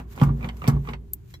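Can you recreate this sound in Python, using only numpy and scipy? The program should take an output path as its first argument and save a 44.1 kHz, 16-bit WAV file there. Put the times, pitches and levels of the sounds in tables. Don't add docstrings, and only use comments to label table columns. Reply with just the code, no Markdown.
import sys
import numpy as np
from scipy import signal
from scipy.fft import rfft, irfft, next_fast_len
from scipy.io import wavfile
from scipy.ndimage import map_coordinates

SR = 44100
rng = np.random.default_rng(int(sys.argv[2]) if len(sys.argv) > 2 else 0)


def convert_level_to_amplitude(level_db):
    exponent = np.asarray(level_db, float) / 20
    return 10 ** exponent


def bounce(signal):
    frames = np.transpose(np.atleast_2d(signal))
    limited = np.clip(frames, -1, 1)
    pcm = np.round(limited * 32767).astype(np.int16)
    wavfile.write(sys.argv[1], SR, pcm)


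N = 61739
T = np.arange(N) / SR

# time in seconds, level in dB.
SLIDE = [(0, -47), (.04, -67), (.1, -71.5), (.2, -49), (.29, -48), (.35, -69.5), (.45, -44), (.475, -50.5),
         (.52, -62.5), (.61, -64.5), (.65, -44), (.76, -55), (.82, -71.5), (.895, -46), (.93, -55),
         (1.0, -82), (1.22, -80.5), (1.34, -93)]
# frequency in Hz, level in dB, t60 in seconds.
DISC = [(717, -20, 0.074), (861, -14, 0.094), (965, -15.5, 0.059), (1015, -25, 0.018), (1143, -7, 0.028),
        (1107, -21.5, 0.087), (1300, -62, 0.045), (1500, -39.5, 0.027)]
# frequency in Hz, left minus right in dB.
MODE_PAN = [(150, -1), (240, 1.5), (420, 4), (1200, -5)]


def unit(x):
    return x / np.sqrt(np.mean(x ** 2))


def highpass(x, order, hz):
    return signal.sosfilt(signal.butter(order, hz, "high", fs=SR, output="sos"), x)


def colour(x, points, rings=()):
    size = next_fast_len(N + SR // 4)
    f = np.maximum(np.fft.rfftfreq(size, 1 / SR), 1)
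    hz_points, db_points = np.transpose(points)
    db = np.interp(np.log(f), np.log(hz_points), db_points)
    for hz, width, height in rings:
        db = db + height / (1 + (2 * (f - hz) / width) ** 2)
    gain = convert_level_to_amplitude(db)
    gain = gain / np.sqrt(np.mean(gain ** 2))
    return irfft(rfft(x, size) * gain, size)[..., :N]


def pan(x, db):
    return x * convert_level_to_amplitude(np.array([[db / 2], [-db / 2]]))


def pushes(rows):
    out = np.zeros(N)
    for start, db, ms in rows:
        u = (T - start) / (ms / 1000)
        push = np.where((u > 0) & (u < 1), np.sin(np.pi * u), 0)
        out += convert_level_to_amplitude(db) * push * np.pi / 2 / (ms / 1000 * SR)
    return out


def ring(force, modes):
    out = 0
    for hz, db, t60 in modes:
        pole = np.exp(2j * np.pi * hz / SR - np.log(1000) / (t60 * SR))
        mode = convert_level_to_amplitude(db) * signal.lfilter([1], [1, -pole], force).imag
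        out = out + pan(mode, np.interp(hz, *np.transpose(MODE_PAN)))
    return out


def decay(start, ms):
    return (T >= start) * np.exp(-np.maximum(T - start, 0) / (ms / 1000))


def bursts(rows, ms, rise_ms):
    return sum(convert_level_to_amplitude(db) * (decay(start, ms) - decay(start, rise_ms)) for start, db in rows)


def curve(rows):
    return convert_level_to_amplitude(np.interp(T, *np.transpose(rows)))


def grains(per_s, spread_db):
    size = convert_level_to_amplitude(spread_db * rng.exponential(size=N)) * rng.standard_normal(N)
    hit = (rng.random(N) < per_s / SR) * size
    return unit(unit(hit) + 0.51 * rng.standard_normal(N))


def air():
    # frequency in Hz, level in dB.
    spectrum = [(15, -45.5), (25, 0.5), (87, 5), (218, -27), (375, -20), (506, -35.5), (4410, -52),
                (14900, -57.5), (16200, -70)]
    # frequency in Hz, width in Hz, height in dB.
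    drone = [(119, 12, 8), (177.7, 35, 18.5), (248, 7.4, 8), (293, 12, 14), (353.5, 18.4, 11.5),
             (397.4, 14, 12.5)]
    mid = colour(rng.standard_normal(N), spectrum, drone)
    side = colour(rng.standard_normal(N), spectrum, drone)
    side = signal.lfilter(*signal.butter(1, 400, "high", fs=SR), side)
    return convert_level_to_amplitude(-44.5) * np.array([mid + side, mid - side])


def rustle():
    # time in seconds, level in dB.
    movement = [(0, -59), (.06, -77), (.125, -51), (.15, -62), (.24, -46.5), (.3, -68), (.46, -57.5),
                (.52, -68.5), (.57, -61.5), (.668, -55.5), (.78, -66), (.91, -57), (.97, -78),
                (1.05, -74.5), (1.24, -73), (1.31, -60), (1.36, -65), (1.4, -82)]
    # frequency in Hz, level in dB.
    cloth = [(590, -51), (1000, 2.5), (2290, 1), (5740, -6), (6760, -1.5), (9700, -11), (13100, -1),
             (15100, -3), (16200, -36)]
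    return np.array([colour(curve(movement) * grains(4000, 1.9), cloth) for _ in range(2)])


def grit():
    # start in seconds, level in dB.
    skips = [
        (1.1329, -37),
        (1.1334, -31),
        (1.1350, -16),
        (1.1347, -31.5),
        (1.1361, -35),
        (1.1386, -24.5),
        (1.1378, -30),
        (1.1416, -47),
        (1.1422, -45),
        (1.1445, -36),
    ]
    # frequency in Hz, level in dB.
    metal = [(2200, -42), (3400, -29), (5800, -22), (8000, -11.5), (10000, -18), (12600, 5.5),
             (15300, -5.5), (16200, -30)]
    tick_ms, tail_db, tail_t60_s, width = 0.9, -19, 0.055, 0.86
    env = sum(convert_level_to_amplitude(db) * decay(start, tick_ms) for start, db in skips)
    main_s, main_db = skips[2]
    env = env + convert_level_to_amplitude(main_db + tail_db) * decay(main_s, 1000 * tail_t60_s / np.log(1000))
    noise = 0.31 * rng.standard_normal(N) + width * rng.standard_normal((2, N))
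    return pan(colour(env * noise, metal), 1)


def tink():
    # frequency in Hz, level in dB, t60 in seconds.
    part = [(770, -12.5, 0.025), (2000, 0, 0.021), (3310, -7, 0.03), (4010, -6.5, 0.074),
            (4180, -20, 0.059), (5470, -12.5, 0.065), (6300, -4.5, 0.016), (357, -16.5, 0.46)]
    start_s, level_db = 1.3394, -44.5
    tap = pushes([(start_s, level_db - 4.5, .08)])
    rasp = convert_level_to_amplitude(level_db - 10.5) * decay(start_s, 1.43) * rng.standard_normal(N)
    return pan(ring(tap + rasp, part), 6)


def low_hum():
    # time in seconds, level in dB.
    hum_level = [(0, -37), (.12, -41.5), (.235, -47), (.275, -20.5), (.36, -29), (.45, -32.5), (.6, -37.5),
                 (.69, -65.5), (.74, -19.5), (.84, -36.5), (.91, -33), (1.05, -43), (1.17, -46), (1.22, -80.5),
                 (1.4, -61)]
    # frequency in Hz, level in dB, t60 in seconds.
    panel = [(389.4, -40.5, 0.092), (227, -40.5, 0.18)]
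    pitch_hz, drift_hz = 58, 2.65
    drift = np.interp(T, np.linspace(0, T[-1], num=12), rng.standard_normal(12))
    hum = np.sin(2 * np.pi * np.cumsum(pitch_hz + drift_hz * drift) / SR)
    buzz = ring(curve(hum_level) * rng.standard_normal(N), panel)
    return pan(np.sqrt(2) * curve(hum_level) * hum, MODE_PAN[0][1]) + buzz


def chirps():
    # start in seconds, level in dB.
    rubs = [
        (0.153, -42),
        (0.185, -42),
        (.409, -40.5),
        (0.4268, -34),
        (.591, -63),
        (.851, -42),
        (.618, -30),
        (0.639, -32.5),
        (0.872, -32.5),
    ]
    # frequency in Hz, level in dB, t60 in seconds.
    seat = [(1207, 0, 0.025), (2040, -8, 0.036), (2338, -2, 0.031)]
    rasp = bursts(rubs, 2.1, 0.7) * rng.standard_normal(N)
    return ring(convert_level_to_amplitude(-12.5) * rasp, seat)


def clacks():
    # start in seconds, level in dB.
    snaps = [
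        (0.4879, -34),
        (0.9344, -37),
    ]
    # start in seconds, level in dB.
    breaks = [
        (.4428, -38.5),
        (0.49, -40.5),
        (.8872, -40),
        (.8905, -44.5),
        (0.7, -43),
    ]
    # start in seconds, level in dB.
    slaps = [(0.2249, -25.5), (0.2285, -23), (0.2325, -25), (.2435, -35.5), (.266, -35), (.289, -35),
             (0.2932, -32.5), (.690, -29.5), (0.693, -23.5), (.6968, -29.5), (.7045, -39), (.716, -37),
             (.732, -35.5)]
    # frequency in Hz, level in dB, t60 in seconds.
    cup = [(2175, 3.5, 0.025), (2800, 3.5, 0.014), (3097, -1, 0.024), (3640, -13, 0.021),
           (4470, -5.5, .025), (5270, -16, 0.029), (6170, -20, 0.017), (7480, -9.5, .012)]
    neck = [(1950, -7.5, 0.011), (2130, 6.5, .025), (2995, 0.5, 0.032), (3660, -9, 0.031), (3980, -24, .02),
            (4740, -26, 0.014)]
    shield = [(1167, 2, 0.038), (1255, -11, 0.04), (954, -9, 0.031)]
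    knock_late_s, knock_db, knock_ms = 0.00406, 3, 0.24
    snap_rasp = convert_level_to_amplitude(-14.5) * bursts(snaps, 1.44, 0.48) * rng.standard_normal(N)
    break_rasp = convert_level_to_amplitude(-14.5) * bursts(breaks, 2.47, 0.48) * rng.standard_normal(N)
    knock = pushes([(start + knock_late_s, db + knock_db, knock_ms) for start, db in snaps])
    slap = pushes([(start, db, .42) for start, db in slaps])
    return ring(snap_rasp, cup) + ring(break_rasp, neck) + ring(knock, DISC) + ring(slap, shield)


def scrape():
    # start in seconds, peak in dB, brightness in dB, treble in dB (both against the peak).
    ticks = [(0.0, -34, -14, -23.5), (0.121, -58, -7, -3), (0.16, -48.5, -23, 3.5),
             (0.176, -32.5, -10.5, -25), (0.186, -45.5, -0.5, -23), (0.198, -40, 3.5, -28),
             (0.214, -19, -12.5, -21.5), (0.233, -18.5, -19.5, -18.5), (0.406, -47.5, -31, -18),
             (0.444, -31.5, -5, -43), (0.489, -41, 1, -36), (0.497, -43, -3, -42), (0.568, -50, -2.5, 2.5),
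             (0.619, -38, -28, -48), (0.641, -26.5, -10.5, -38), (0.668, -37, 1.5, -26),
             (0.676, -25, -7, -0.5), (0.678, -24.5, -13.5, -7), (0.683, -25.5, -12, -9),
             (0.696, -25.5, -11.5, -14.5), (0.848, -42.5, -25, -43), (0.888, -33.5, -1, -45),
             (0.934, -36, 1.5, -39), (0.943, -38.5, -20, -35), (1.339, -45.5, -18, -0.5)]
    # frequency in Hz, level in dB.
    body = [(240, -9), (400, 3.5), (540, -0.5), (639, -5.5), (719, 1), (1680, -9), (3010, -19),
            (3340, -19.5), (9000, -48.5), (11700, -71), (19800, -120)]
    # frequency in Hz, width in Hz, height in dB.
    steel = [(1056, 300, 3.5), (2175, 110, 4), (4590, 280, -8)]
    # frequency in Hz, level in dB.
    hiss = [(2650, -60), (4500, -2), (7140, -6), (7980, -4), (9560, -18), (11600, -1), (14900, -15.5),
            (16000, -12.5)]
    width, split_hz = 1.373, 2270
    tick_ms, tick_rise_ms, snap_ms, snap_rise_ms = 4.04, 1, 2.5, .3
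    dull_db, bright_db, treble_db = -2.5, 13.5, -3
    start, peak, brightness, treble = np.transpose(ticks)

    def burst(db, ms, rise_ms):
        noise = rng.standard_normal(N) + width * rng.standard_normal((2, N))
        return bursts(zip(start, db), ms, rise_ms) * noise

    def part(x, kind):
        sos = signal.butter(4, split_hz, kind, fs=SR, output="sos")
        return signal.sosfilt(sos, colour(x, body, steel))

    rub = grains(1200, 0.5) + width * rng.standard_normal((2, N))
    slide = colour(curve(SLIDE) * rub, body, steel)
    dull = part(burst(peak + dull_db, tick_ms, tick_rise_ms), "low")
    bright = part(burst(peak + brightness + bright_db, snap_ms, snap_rise_ms), "high")
    top = colour(burst(peak + treble + treble_db, tick_ms, tick_rise_ms), hiss)
    return pan(slide + dull + bright + top, -3.5)


def clunks():
    # start in seconds, level in dB, contact in ms.
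    blows = [(.001, -28.5, 1.4), (0.2147, -13, 1.07), (0.2192, 0, 2.26), (0.2269, -16, 1.5),
             (0.285, -13, 2.67), (0.304, -10.5, 2.45), (.443, -26, 1.1), (0.6774, -24, 0.51),
             (0.6814, -2, 1.44), (.690, -16, 1.68), (0.7434, -15.5, 2.3), (0.7648, -12.5, 2.56),
             (.888, -25.5, 0.45), (1.343, -38, 3.6)]
    # start in seconds, level in dB.
    bounces = [(.002, -33), (.14, -30), (.256, -13), (0.284, -7), (.385, -15), (0.459, -21), (0.599, -22),
               (0.718, -21), (0.752, -28), (0.821, -16), (.98, -23.5), (1.077, -26)]
    # frequency in Hz, level in dB, t60 in seconds.
    arm_modes = [(140.46, -6.5, 0.21), (163.8, -10, 0.071), (180, -14.5, 0.084), (233.1, -18, 0.409),
                 (252.8, -17, 0.12), (298.3, -27, 0.24), (370, -27.5, 0.23), (430.6, -25, 0.14)]
    body_modes = [(94.3, 1, 0.35), (120, -23, 0.11)]
    rattle_db, rattle_ms, bounce_ms = -39, 5.3 * 0.83, 15
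    force = pushes(blows)
    rattle = sum(convert_level_to_amplitude(db + rattle_db) * decay(start, rattle_ms) for start, db, _ in blows)
    rattle = rattle * grains(600, 4.0)
    judder = convert_level_to_amplitude(-8) * curve(SLIDE) * rng.standard_normal(N)
    arm = highpass(ring(force + judder, arm_modes), 2, 86.5)
    disc = ring(force + rattle + convert_level_to_amplitude(-11.0) * judder, DISC)
    body = ring(pushes([(start, db, bounce_ms) for start, db in bounces]), body_modes)
    return arm + disc + body


def room(x):
    level_db, bass_db, split_hz, lag_ms = -2.5, -9, 440, 1.97
    t60_low_s, t60_high_s = 0.55, 0.079
    t = T[:SR // 2]
    shared = rng.standard_normal(len(t))
    own = rng.standard_normal((2, len(t)))
    low = signal.lfilter(*signal.butter(2, split_hz, fs=SR), shared + 0.095 * own)
    low = low * convert_level_to_amplitude(-60 * t / t60_low_s) / np.sqrt(t60_low_s)
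    high = signal.lfilter(*signal.butter(2, split_hz, "high", fs=SR), own)
    high = high * convert_level_to_amplitude(-60 * t / t60_high_s) / np.sqrt(t60_high_s)
    onset = np.clip(t * 1000 / lag_ms - 1, 0, 1)
    tail = (convert_level_to_amplitude(bass_db) * low + high) * onset
    echo = signal.fftconvolve(x.mean(0)[None], tail, axes=1)[:, :N]
    return convert_level_to_amplitude(level_db) * np.sqrt(2 * np.log(1000) / SR) * echo


def scene():
    wet = clunks() + chirps() + scrape() + tink() + clacks()
    near = wet + low_hum()
    lag_ms = .22
    left = map_coordinates(near[0], [np.arange(N) - lag_ms / 1000 * SR], mode="nearest")
    return np.array([left, near[1]]) + room(wet) + rustle() + air() + grit()


def roll_off(x):
    return signal.sosfilt(signal.butter(12, 16490, fs=SR, output="sos"), x)


def record(dry):
    x = highpass(dry, 2, 45.7)
    x = signal.sosfilt(signal.ellip(6, .3, 50, 16000, fs=SR, output="sos"), x)
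    return roll_off(x)


dry = scene()
out = record(dry)
bounce(out)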